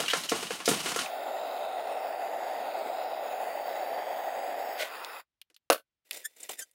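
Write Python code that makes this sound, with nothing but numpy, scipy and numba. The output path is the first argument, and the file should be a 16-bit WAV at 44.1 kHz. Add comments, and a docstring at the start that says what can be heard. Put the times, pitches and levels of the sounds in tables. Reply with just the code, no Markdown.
"""Outdoors, charcoal briquettes slide from a paper bag, thumping and clinking into a steel chimney
starter on a kettle grill. A gas torch then plays on the firelighters: its flame roars in the burner
tube, its jet hisses. It flares as it is pulled away, sputters and is shut off with small valve ticks.
The torch is set down with a knock and rocks to rest. Last, the chimney's wire handle clicks,
scrapes in its holes and squeaks as it sticks and slips."""
import sys
import numpy as np
from scipy import signal
from scipy.fft import rfft, irfft
from scipy.io import wavfile
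from scipy.ndimage import uniform_filter1d
from numba import njit

SR = 44100
rng = np.random.default_rng(int(sys.argv[2]) if len(sys.argv) > 2 else 0)


def log_audio(samples):
    """Write samples as a 16-bit WAV file to the path given in sys.argv[1]."""
    # one column per channel
    frames = np.atleast_2d(samples).T
    # limit to full scale, then quantise
    limited = np.clip(frames, -1, 1)
    pcm = np.round(limited * 32767).astype(np.int16)
    wavfile.write(sys.argv[1], SR, pcm)


N = 297234
TIME = np.arange(N) / SR
AGE = TIME[:SR // 2]  # s since a hit
TOP_HZ = 15800


def amp(db):
    """Decibels to gain."""
    return 10 ** (np.asarray(db) / 20)


def unit(x):
    """Scale to rms 1."""
    return x / np.sqrt(np.mean(x ** 2))


def hit_level(x, db):
    """Scale a hit to the energy of that level held for 10 ms."""
    return x * amp(db) / np.sqrt(np.sum(x ** 2) / (SR / 100))


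def fade(t60_s):
    """Exponential decay of a hit."""
    return np.exp(-np.log(1000) * AGE / t60_s)


def hold(start_s, rise_s, end_s, t60_s):
    """Gaussian rise up to the start, steady level, exponential fall after the end."""
    rise = (np.minimum(TIME - start_s, 0) / rise_s) ** 2
    fall = np.log(1000) * np.maximum(TIME - end_s, 0) / t60_s
    return np.exp(-rise - fall)


def swell(peak_s, rise_s, t60_s):
    """Gaussian rise to a peak, exponential fall after it."""
    return hold(peak_s, rise_s, peak_s, t60_s)


def add(out, s, x):
    """Mix x in at time s."""
    i = max(int(s * SR), 0)
    out[i:i + len(x)] += x[:N - i]


def walk(rate_hz):
    """Smooth random motion, rms 1."""
    span = max(int(SR / rate_hz), 1)
    steps = rng.standard_normal(N // 16)[np.arange(N) // max(span, 16)]
    return unit(uniform_filter1d(uniform_filter1d(steps, span), span))


def grains(size, spread_db):
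    """Noise in tiny grains, a few much stronger than the rest."""
    strength = np.repeat(np.minimum(rng.exponential(size=size // 16 + 1), 5), 16)[:size]
    return unit(rng.standard_normal(size) * amp(spread_db * strength))


def colour(x, points):
    """Minimum-phase filter through points of f/Hz, gain/dB."""
    hz, db = np.transpose(points)
    log_freqs = np.log(np.fft.rfftfreq(4096, 1 / SR) + 1)
    log_gain = np.log(amp(np.interp(log_freqs, np.log(hz), db)))
    cepstrum = irfft(log_gain) * np.r_[1, np.full(2047, 2), 1, np.zeros(2047)]
    impulse = irfft(np.exp(rfft(cepstrum)))
    return signal.fftconvolve(x, impulse)[:len(x)]


def highpass(x, hz, order):
    """Butterworth high-pass."""
    return signal.sosfilt(signal.butter(order, hz, "high", fs=SR, output="sos"), x)


@njit
def svf(x, hz, width_hz):
    """State-variable band-pass, one centre frequency per sample."""
    y, band_state, low_state = np.empty(len(x)), 0., 0.
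    for i in range(len(x)):
        gain, damping = np.tan(np.pi * hz[i] / SR), width_hz / hz[i]
        passed = (band_state + gain * (x[i] + 1e-18 - low_state)) / (1 + gain * (gain + damping))
        band_state = 2 * passed - band_state
        low_state += 2 * gain * passed
        y[i] = damping * passed
    return y


def band(x, hz, width_hz):
    """One resonance, gain 1 at its steady or moving centre."""
    return svf(x, np.minimum(hz + np.zeros(len(x)), .45 * SR), float(width_hz))


def ring(modes, scatter_db, detune):
    """Struck modes (f/Hz, level/dB, t60/s); each point of contact weights them anew."""
    draws = rng.standard_normal((len(modes), 3))
    return sum(np.sign(polarity) * amp(db + scatter_db * weight) * fade(t60_s)
               * np.sin(2 * np.pi * hz * (1 + detune * shift) * AGE)
               for (hz, db, t60_s), (weight, shift, polarity) in zip(modes, draws))


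def burst(t60_s, tail_db, tail_t60_s):
    """A rough contact and its scattered reflections."""
    return grains(len(AGE), spread_db=-1) * (fade(t60_s) + amp(tail_db) * fade(tail_t60_s))


def click(db, hz, t60_s):
    """A crack focused around one pitch, with a faint broadband part."""
    crack = burst(t60_s, -31.5, .097)
    focused = band(band(crack, hz, hz), hz, .5 * hz)
    broad = band(band(crack, 3500, 9000), 3500, 9000)
    return hit_level(focused + amp(-17.5) * broad, db)


def metal_clicks(rows, modes):
    """Short clicks with a bright overtone, each ringing a metal body."""
    out = np.zeros(N)
    for s, db, hz, t60_s in rows:
        ringing = hit_level(ring(modes, scatter_db=-2, detune=.0044) * fade(t60_s), db - 6.5)
        add(out, s, click(db, hz, t60_s) + click(db - 6, 4.15 * hz, t60_s) + ringing)
    return out


def still_air():
    """Very faint outdoor noise, strongest in the bass."""
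    spectrum = [(50, 12), (500, -5), (3000, -5), (16000, -22)]
    return amp(-93.5) * unit(colour(rng.standard_normal(N), spectrum))


# wire handle modes: f/Hz, level/dB, t60/s
WIRE_MODES = [(1904, 1.5, 0.043), (3514, -1, 0.062), (4860, -2, 0.04), (7100, 4.5, .03), (8800, -1.5, .04),
              (9400, 0, .04), (10960, 3, .03), (12180, -5, 0.032)]
def wire(friction, ring_db):
    """Friction plus the ring it draws from the wire."""
    ringing = signal.fftconvolve(friction, ring(WIRE_MODES, scatter_db=1, detune=0))[:len(friction)]
    return friction + amp(ring_db) * np.std(friction) * unit(ringing)


# handle clicks: t/s, level/dB, f/Hz, t60/s
HANDLE_CLICKS = [(6.11, -35, 2800, 0.021), (6.131, -45, 5500, .012), (6.493, -38.5, 700, .06),
                 (6.713, -66.5, 9550, .025)]
def handle_clicks():
    """The handle clicks and its wire rings."""
    return metal_clicks(HANDLE_CLICKS, WIRE_MODES)


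# handle strokes: peak t/s, level/dB, rise/s, t60/s, catch level/dB
SCRAPES = [(6.146, -41, 0.026, 0.26, -54), (6.175, -46.5, 0.013, 0.17, -45),
           (6.369, -57.5, 0.0059, 0.24, -58), (6.407, -51, 0.0074, 0.19, -48),
           (6.434, -48, 0.0047, 0.33, -40), (6.496, -41.5, 0.006, 0.21, -38),
           (6.518, -39, 0.011, 0.11, -46), (6.594, -45, 0.009, 0.12, -40)]
# friction spectrum: f/Hz, gain/dB
SCRAPE_SPECTRUM = [(59, -61), (120, -29), (300, -8), (600, -3), (1100, -17.5), (1830, -7.5), (2520, -7),
                   (4200, -11), (5420, -12), (9020, -12), (15000, -13.5)]
def handle_scrapes():
    """Wire catches and drags over rusty steel, rubbing lightly while the hand holds it."""
    grip = amp(-68) * hold(start_s=6.06, rise_s=.0078, end_s=6.64, t60_s=.46)
    stroke_power = sum((amp(db) * swell(s, rise_s, t60_s)) ** 2 for s, db, rise_s, t60_s, _ in SCRAPES)
    pressure = np.sqrt(grip ** 2 + stroke_power)
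    rub = colour(grains(N, spread_db=2.6) * amp(2.3 * walk(170)), SCRAPE_SPECTRUM)
    out = pressure * unit(highpass(rub, 150, order=2))  # thin wire radiates little bass
    catch_onset = 1 - np.exp(-AGE / .0011)
    for s, *_, catch_db in SCRAPES:
        add(out, s - .004, catch_onset * click(catch_db, hz=7800, t60_s=.038))
    return wire(out, ring_db=-9)


# squeaks: peak t/s, level/dB, half length/s, f/Hz, bend/octaves
SQUEAKS = [(6.2572, -31.5, 0.0049, 1759, .04), (6.599, -36.5, 0.007, 1786, -.01),
           (6.625, -38.5, 0.006, 1570, -.01)]
# squeak harmonics 1-8: level/dB
HARMONICS_DB = [2.5, -6.5, -6.5, 2.5, 2.5, -5, -0.5, -7]
def handle_squeaks():
    """Stick-slip locks onto a bending pitch, clear at the bottom, rough in its overtones."""
    jitter_rad = .44
    out = np.zeros(N)
    for s, db, half_length_s, hz, bend_octaves in SQUEAKS:
        near = np.abs(TIME - s) < .08
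        along = (TIME[near] - s) / half_length_s
        cycles = np.cumsum(hz * 2 ** (bend_octaves * np.tanh(along / 2))) / SR
        tone = 0
        for k, harmonic_db in enumerate(HARMONICS_DB, 1):
            phase = 2 * np.pi * (k * cycles + rng.random()) + k * jitter_rad * walk(700)[near]
            tone += amp(harmonic_db) * np.sin(phase)
        out[near] += hit_level(wire(unit(tone) / np.cosh(along), ring_db=-9.5), db)
    return out


# burner modes: f/Hz, level/dB, t60/s
BURNER_MODES = [(2900, 0.5, .04), (3450, -7, 0.055), (4355, 0.5, 0.061), (7050, -5, 0.027),
                (9600, 0, 0.034), (10600, -4.5, 0.055)]
def burner_rattle(db):
    """The loose burner chatters on the gas can."""
    spectrum = [(800, -28), (2100, .5), (2800, 5.5), (4900, .5), (7500, -6.5), (10500, 2.5), (16000, 0)]
    chatter = unit(colour(burst(.016, -4, .11), spectrum))
    ringing = unit(ring(BURNER_MODES, scatter_db=3, detune=.0043))
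    return hit_level(chatter + amp(-5.5) * ringing, db)


# valve and can ticks: t/s, level/dB, f/Hz, t60/s
VALVE_TICKS = [(5.047, -42, 4060, 0.0085), (5.415, -50.5, 3095, 0.02), (5.5, -68.5, 400, 0.08),
               (5.501, -71, 2500, .03), (5.544, -62.5, 4950, 0.03), (5.564, -59, 3270, 0.032)]
def valve_ticks():
    """Small clicks of valve and can ring the burner."""
    return metal_clicks(VALVE_TICKS, BURNER_MODES)


# gas can modes: f/Hz, level/dB, t60/s
CAN_MODES = [(316, -8.5, 0.08), (460, 0, 0.04), (556, -2.5, .085), (630, -1.5, 0.07), (960, -4, 0.02),
             (1130, 2.5, 0.028), (1348, -1.5, 0.06), (1505, -13, 0.15), (1737, -8, 0.05),
             (2790, -8.5, 0.04), (4400, -19, 0.054)]
# crack of the can's shell: f/Hz, gain/dB
SHELL_SPECTRUM = [(200, -18.5), (680, 2.5), (900, -6), (1200, -0.5), (1680, -4), (2050, -12), (2800, -9),
                  (3310, -17.5), (5230, -18), (7270, -28.5), (16000, -28)]
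def can_knock(db):
    """The gas can meets a hard top; its shell cracks and rings."""
    ringing = unit(ring(CAN_MODES, scatter_db=1, detune=.008))
    crack = unit(colour(burst(.02, -7, .074), SHELL_SPECTRUM))
    return hit_level(ringing + amp(-2) * crack, db)


# contacts of the rocking can: t/s, knock level/dB, rattle level/dB
KNOCKS = [(5.7011, -15, -28), (5.7062, -22, -31), (5.7192, -25.5, -38), (5.7232, -33, -31),
          (5.729, -31, -28.5), (5.745, -33.5, -40), (5.758, -38.5, -48), (5.779, -52, -51.5),
          (5.797, -58, -65)]
def torch_set_down():
    """The can lands on its rim and rocks to rest, which damps its ring."""
    out = np.zeros(N)
    add(out, KNOCKS[0][0], click(db=-27, hz=4540, t60_s=.006))
    for s, knock_db, rattle_db in KNOCKS:
        add(out, s, can_knock(knock_db) + burner_rattle(rattle_db))
    damping = hold(start_s=0, rise_s=1, end_s=5.81, t60_s=.12)
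    return highpass(out * damping, 300, order=3)  # a small can radiates little bass


def crush():
    """Soft 1 ms onset of a crumbling contact."""
    return 1 - np.exp(-AGE / .001)


def clink(db, hz):
    """Two briquettes crack together; small, high-pitched chips ring less clearly."""
    whole_hz, ring_db_per_octave = 3000, -9.5
    crack = unit(band(burst(.02, 3.3, .19), .93 * hz, .69 * hz))
    modes = [(hz, 0, .04), (1.09 * hz, -5, .03), (1.5 * hz, -11, .025)]
    tone = unit(ring(modes, scatter_db=3.5, detune=.011))
    tone_db = ring_db_per_octave * np.log2(hz / whole_hz)
    return hit_level(crush() * (amp(tone_db) * tone + crack), db)


# modes of the chimney with coal in it: f/Hz, level/dB, t60/s
CHIMNEY_MODES = [(177, -11.5, 0.11), (260, -3.5, 0.041), (337.3, -2.5, 0.1), (471.3, 10.5, 0.043),
                 (717, 4.5, 0.059), (1073, -5.5, 0.2), (1392, -3.5, 0.12), (1700, -8.5, 0.099),
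                 (2180, -16, 0.045)]
def lump(thump_db, knock_db, grit_db, hz):
    """One lump thumps the yielding coal bed, knocks the chimney and sheds grit."""
    steel = unit(ring(CHIMNEY_MODES, scatter_db=3, detune=.02))
    contact = unit(band(burst(.02, -11.5, .25), 760, 2500))
    body = crush() * (steel + contact)
    bed = crush() * unit(ring([(hz, 0, .045), (.65 * hz, -7, .035)], scatter_db=3.5, detune=.034))
    thump = band(body + amp(-5) * bed, hz, 1.27 * hz)
    knock = band(band(body, 1300, 1900), 1400, 2800)
    grit_spectrum = [(600, -17.5), (2800, 8.5), (5000, 7.5), (9500, 2), (15000, -17)]
    grit = colour(crush() * burst(.063, 1.5, .24), grit_spectrum)
    return hit_level(thump, thump_db) + hit_level(knock, knock_db) + hit_level(grit, grit_db)


# shakes of the bag: peak t/s, level/dB
SHAKES = [(.01, -35), (.18, -38), (.37, -34), (.52, -39.5), (.74, -32.5), (.87, -32.5), (1.02, -38)]
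# coal sliding on paper: f/Hz, gain/dB
SLIDE_SPECTRUM = [(29, -52), (50, -15.5), (291, 0), (461, -6.5), (690, -1), (884, -3.5), (1330, -3),
                  (1580, -8.5), (3030, -2.5), (3500, -6), (9410, -10.5), (16000, -24)]
def bag_slide(end_s):
    """Each shake sends a crackling surge of coal over the paper."""
    surges = np.sqrt(sum((amp(db) * swell(s, rise_s=.04, t60_s=.75)) ** 2 for s, db in SHAKES))
    flow = surges * hold(start_s=0, rise_s=.04, end_s=end_s, t60_s=.05)
    crackle = grains(N, spread_db=1.75) * amp(2.5 * walk(89.18))
    return flow * unit(colour(crackle, SLIDE_SPECTRUM))


# chimney wall resonances: f/Hz, width/Hz, gain/dB
WALL_RESONANCES = [(170, 25, -9), (2980, 110, -10), (3870, 25, 0), (6560, 22, 0), (8750, 200, -6),
                   (9500, 70, -1)]
def chimney_wall(coal):
    """The thin wall sings along, its tones varying with where the coal strikes."""
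    return sum(amp(db + 4 * walk(12)) * band(coal, hz, width_hz) for hz, width_hz, db in WALL_RESONANCES)


# briquette landings: t/s, thump level/dB, knock level/dB, grit level/dB, thump f/Hz
LANDINGS = [(.003, -33.5, -38, -40, 610), (.036, -36.5, -39, -39.5, 484), (.133, -26.5, -24.5, -28.5, 560),
            (.317, -22, -31, -34, 440), (.427, -36, -37.5, -37, 410), (.506, -31.5, -33, -40, 464),
            (0.602, -45, -38.5, -45, 470), (.677, -20.5, -32.5, -29, 426), (.689, -21.5, -32.5, -30, 267),
            (.712, -24.5, -36.5, -33, 440), (.859, -34.5, -31.5, -34, 414),
            (0.917, -39.5, -34.5, -38.5, 503), (.96, -29.5, -32.5, -40, 455),
            (.989, -47, -30.5, -30.5, 600)]
# briquette clinks: t/s, level/dB, f/Hz
CLINKS = [(.059, -34.5, 3100), (.081, -25.5, 2770), (.1, -27.5, 3000), (0.109, -29, 3050),
          (.168, -35.5, 6700), (0.235, -35, 4170), (0.289, -33, 2920), (.293, -28.5, 5570),
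          (0.468, -38, 2860), (.603, -40.5, 2800), (0.656, -26.5, 5150), (0.686, -24.5, 8900),
          (0.96, -33, 6950), (.988, -32.5, 3110), (1.059, -37, 2370)]
def charcoal():
    """Lumps slide, land and clink; the bed settles in two bumps, stronger after a deeper thump."""
    pour_end_s, bed_hz, settle_gap_s = 1.052, 205.5, .022
    out = bag_slide(pour_end_s)
    for s, thump_db, knock_db, grit_db, hz in LANDINGS:
        add(out, s, lump(thump_db, knock_db, grit_db, hz))
        settle_db = thump_db - 12.5 * np.log2(hz / bed_hz)
        for k in (1, 2):
            bump = lump(settle_db - 4 * (k - 1), knock_db - 10.5 * k, grit_db - 10.5 * k, bed_hz)
            add(out, s + k * settle_gap_s, bump)
    for s, db, hz in CLINKS:
        add(out, s, clink(db, hz))
    for when, strength, pitch in rng.uniform(-1, 1, size=(12, 3)):
        chip = clink(db=-45.5 + 3 * strength, hz=4340 * 2 ** (.6 * pitch))
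        add(out, pour_end_s * (when + 1) / 2, chip)
    return highpass(out + chimney_wall(out), 130, order=1)  # the open chimney holds no deep bass


# nozzle swings: t/s, new aim (0 = one firelighter, 1 = the other)
SWINGS = [(1.95, .75), (2.62, .1), (3.4, 1), (4.8, .4)]
def nozzle_aim(swing_s=.17):
    """The hand dwells on one firelighter, then swings towards the other."""
    aim = np.zeros(N)
    for s, target in SWINGS:
        aim[TIME >= s] = target
    return uniform_filter1d(aim, int(swing_s * SR))


def jet_waver(hiss, spacing_hz=280):
    """The wavering jet makes narrow bands of its hiss swell and fade, most in the treble."""
    spectrum, freqs, out = rfft(hiss), np.fft.rfftfreq(N, 1 / SR), 0
    for hz in np.arange(0, TOP_HZ, spacing_hz):
        triangle = np.maximum(1 - np.abs(freqs - hz) / spacing_hz, 0)
        depth_db = 4 * min(hz / 7500, 1)
        out += irfft(spectrum * triangle, N) * unit(amp(depth_db * walk(8)))
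    return out


# gas jet hiss: f/Hz, gain/dB
JET_SPECTRUM = [(300, -29), (900, -1), (1400, 5), (2000, 2), (3000, -3.5), (3800, -6), (5000, -7),
                (7000, -11), (8800, -18), (10500, -12), (14000, -18), (16000, -12.5)]
# standing waves: f/Hz, width/Hz, gain at aim 0/dB, gain at aim 1/dB
STANDING_WAVES = [(1400, 250, 3.5, -1), (1650, 200, -7, -.5), (1950, 300, 1.5, 5.5), (2330, 200, -5, -3),
                  (2600, 250, 5.5, 3), (3000, 220, -4, -1), (3780, 280, 8.5, 3), (4230, 400, -1, -14),
                  (4720, 400, 1.5, 8.5), (6750, 400, 2, 8), (7250, 400, 5, -2.5), (7750, 250, -4, -9),
                  (8100, 300, 0, 10.5), (9250, 600, 1.5, -5), (11400, 600, 0, 3), (12400, 700, -5, -2),
                  (13150, 500, 6, 3)]
def gas_jet():
    """Hiss stands between nozzle, grate and bowl and shifts with the hand: hollow and phasey."""
    jet = colour(grains(N, spread_db=1.5), JET_SPECTRUM)
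    aim = nozzle_aim()
    notch_hz = (6020 - 120 * aim) * (1 + .014 * walk(6))
    for _ in range(2):
        jet = jet - .68 * band(jet, notch_hz, 1350)
    for hz, width_hz, first_db, second_db in STANDING_WAVES:
        db = first_db + aim * (second_db - first_db)
        centre_hz = hz * (1 + .01 * walk(2.5))
        for _ in range(2):
            jet = jet + (amp(db / 2) - 1) * band(jet, centre_hz, width_hz)
    # the narrow orifice sings faintly
    whistle = band(band(rng.standard_normal(N), 15600 - 450 * aim, 4200), 15040, 2400)
    return jet_waver(unit(jet) + amp(-11.5 + walk(4)) * unit(whistle))


# flare: f/Hz, gain/dB
FLARE_SPECTRUM = [(120, -64), (200, -31), (623, 1.5), (806, -20), (1300, -21), (1500, -1.5), (1680, -14),
                  (1980, -3), (2650, -11), (3430, -10.5), (6050, -20.5), (14100, -25.5), (16000, -36)]
def flare():
    """The flame flares briefly as the torch is pulled away."""
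    envelope = amp(-29) * swell(peak_s=4.815, rise_s=.024, t60_s=.19)
    return envelope * unit(colour(grains(N, spread_db=2.5), FLARE_SPECTRUM))


# starved flame: f/Hz, gain/dB
STARVED_SPECTRUM = [(100, -39), (250, -13), (500, 4), (950, 7.5), (1400, 2), (2200, -21.5), (4000, -34.5)]
def starved_flame():
    """Short of gas, the flame loses its resonance and sputters."""
    envelope = amp(-42.5) * swell(peak_s=5.01, rise_s=.16, t60_s=2)
    return envelope * unit(colour(grains(N, spread_db=2), STARVED_SPECTRUM))


# flame in the burner tube: f/Hz, gain/dB
ROAR_SPECTRUM = [(60, -45), (130, -48), (220, -24.5), (350, -16.5), (480, -8.5), (600, 0.5), (760, 3.5),
                 (950, -10.5), (1200, -22.5), (2000, -39), (4000, -66)]
def flame_roar(flutter_db):
    """Turbulence drives the tube's resonance, which saturates: slow swells shrink, flutter stays."""
    window_s, steadiness = .11, .6
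    roar = colour(rng.standard_normal(N), ROAR_SPECTRUM) * amp(flutter_db)
    rms = np.sqrt(uniform_filter1d(roar ** 2, int(window_s * SR)))
    roar = unit(roar / rms ** steadiness)
    # the flame tip buffets the grate, so the lowest part comes and goes
    return roar + (amp(2 * walk(9)) - 1) * band(roar, 290, 112)


def torch():
    """The roar builds from cold over the steadier hiss of the jet; both die as the valve closes."""
    on_s, rise_s, closing_s, off_s = 1.064, .051, 4.688, 5.2
    gas = hold(on_s, rise_s, off_s, t60_s=.064)
    cold = np.exp(-np.maximum(TIME - on_s, 0) / .11)
    burn = amp(-34.5 - 5 * cold) * hold(on_s, rise_s, closing_s, t60_s=.8)
    flutter_db = 1.2 * walk(45)
    roar = burn * flame_roar(flutter_db)
    hiss = amp(-46 + .17 * (TIME - on_s) + .56 * flutter_db) * gas_jet()
    return gas * (roar + hiss + flare() + starved_flame())


def scene():
    """All sources within arm's reach, in very still air; mono."""
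    mix = charcoal() + torch() + torch_set_down() + valve_ticks()
    handle = handle_clicks() + handle_scrapes() + handle_squeaks()
    return (mix + handle + still_air())[None]


def record(dry):
    """The microphone loses the deepest bass and the very top."""
    lowpass = signal.ellip(10, .2, 80, TOP_HZ, fs=SR, output="sos")
    return signal.sosfilt(lowpass, highpass(dry, 55, order=2))


dry = scene()
out = record(dry)
log_audio(out)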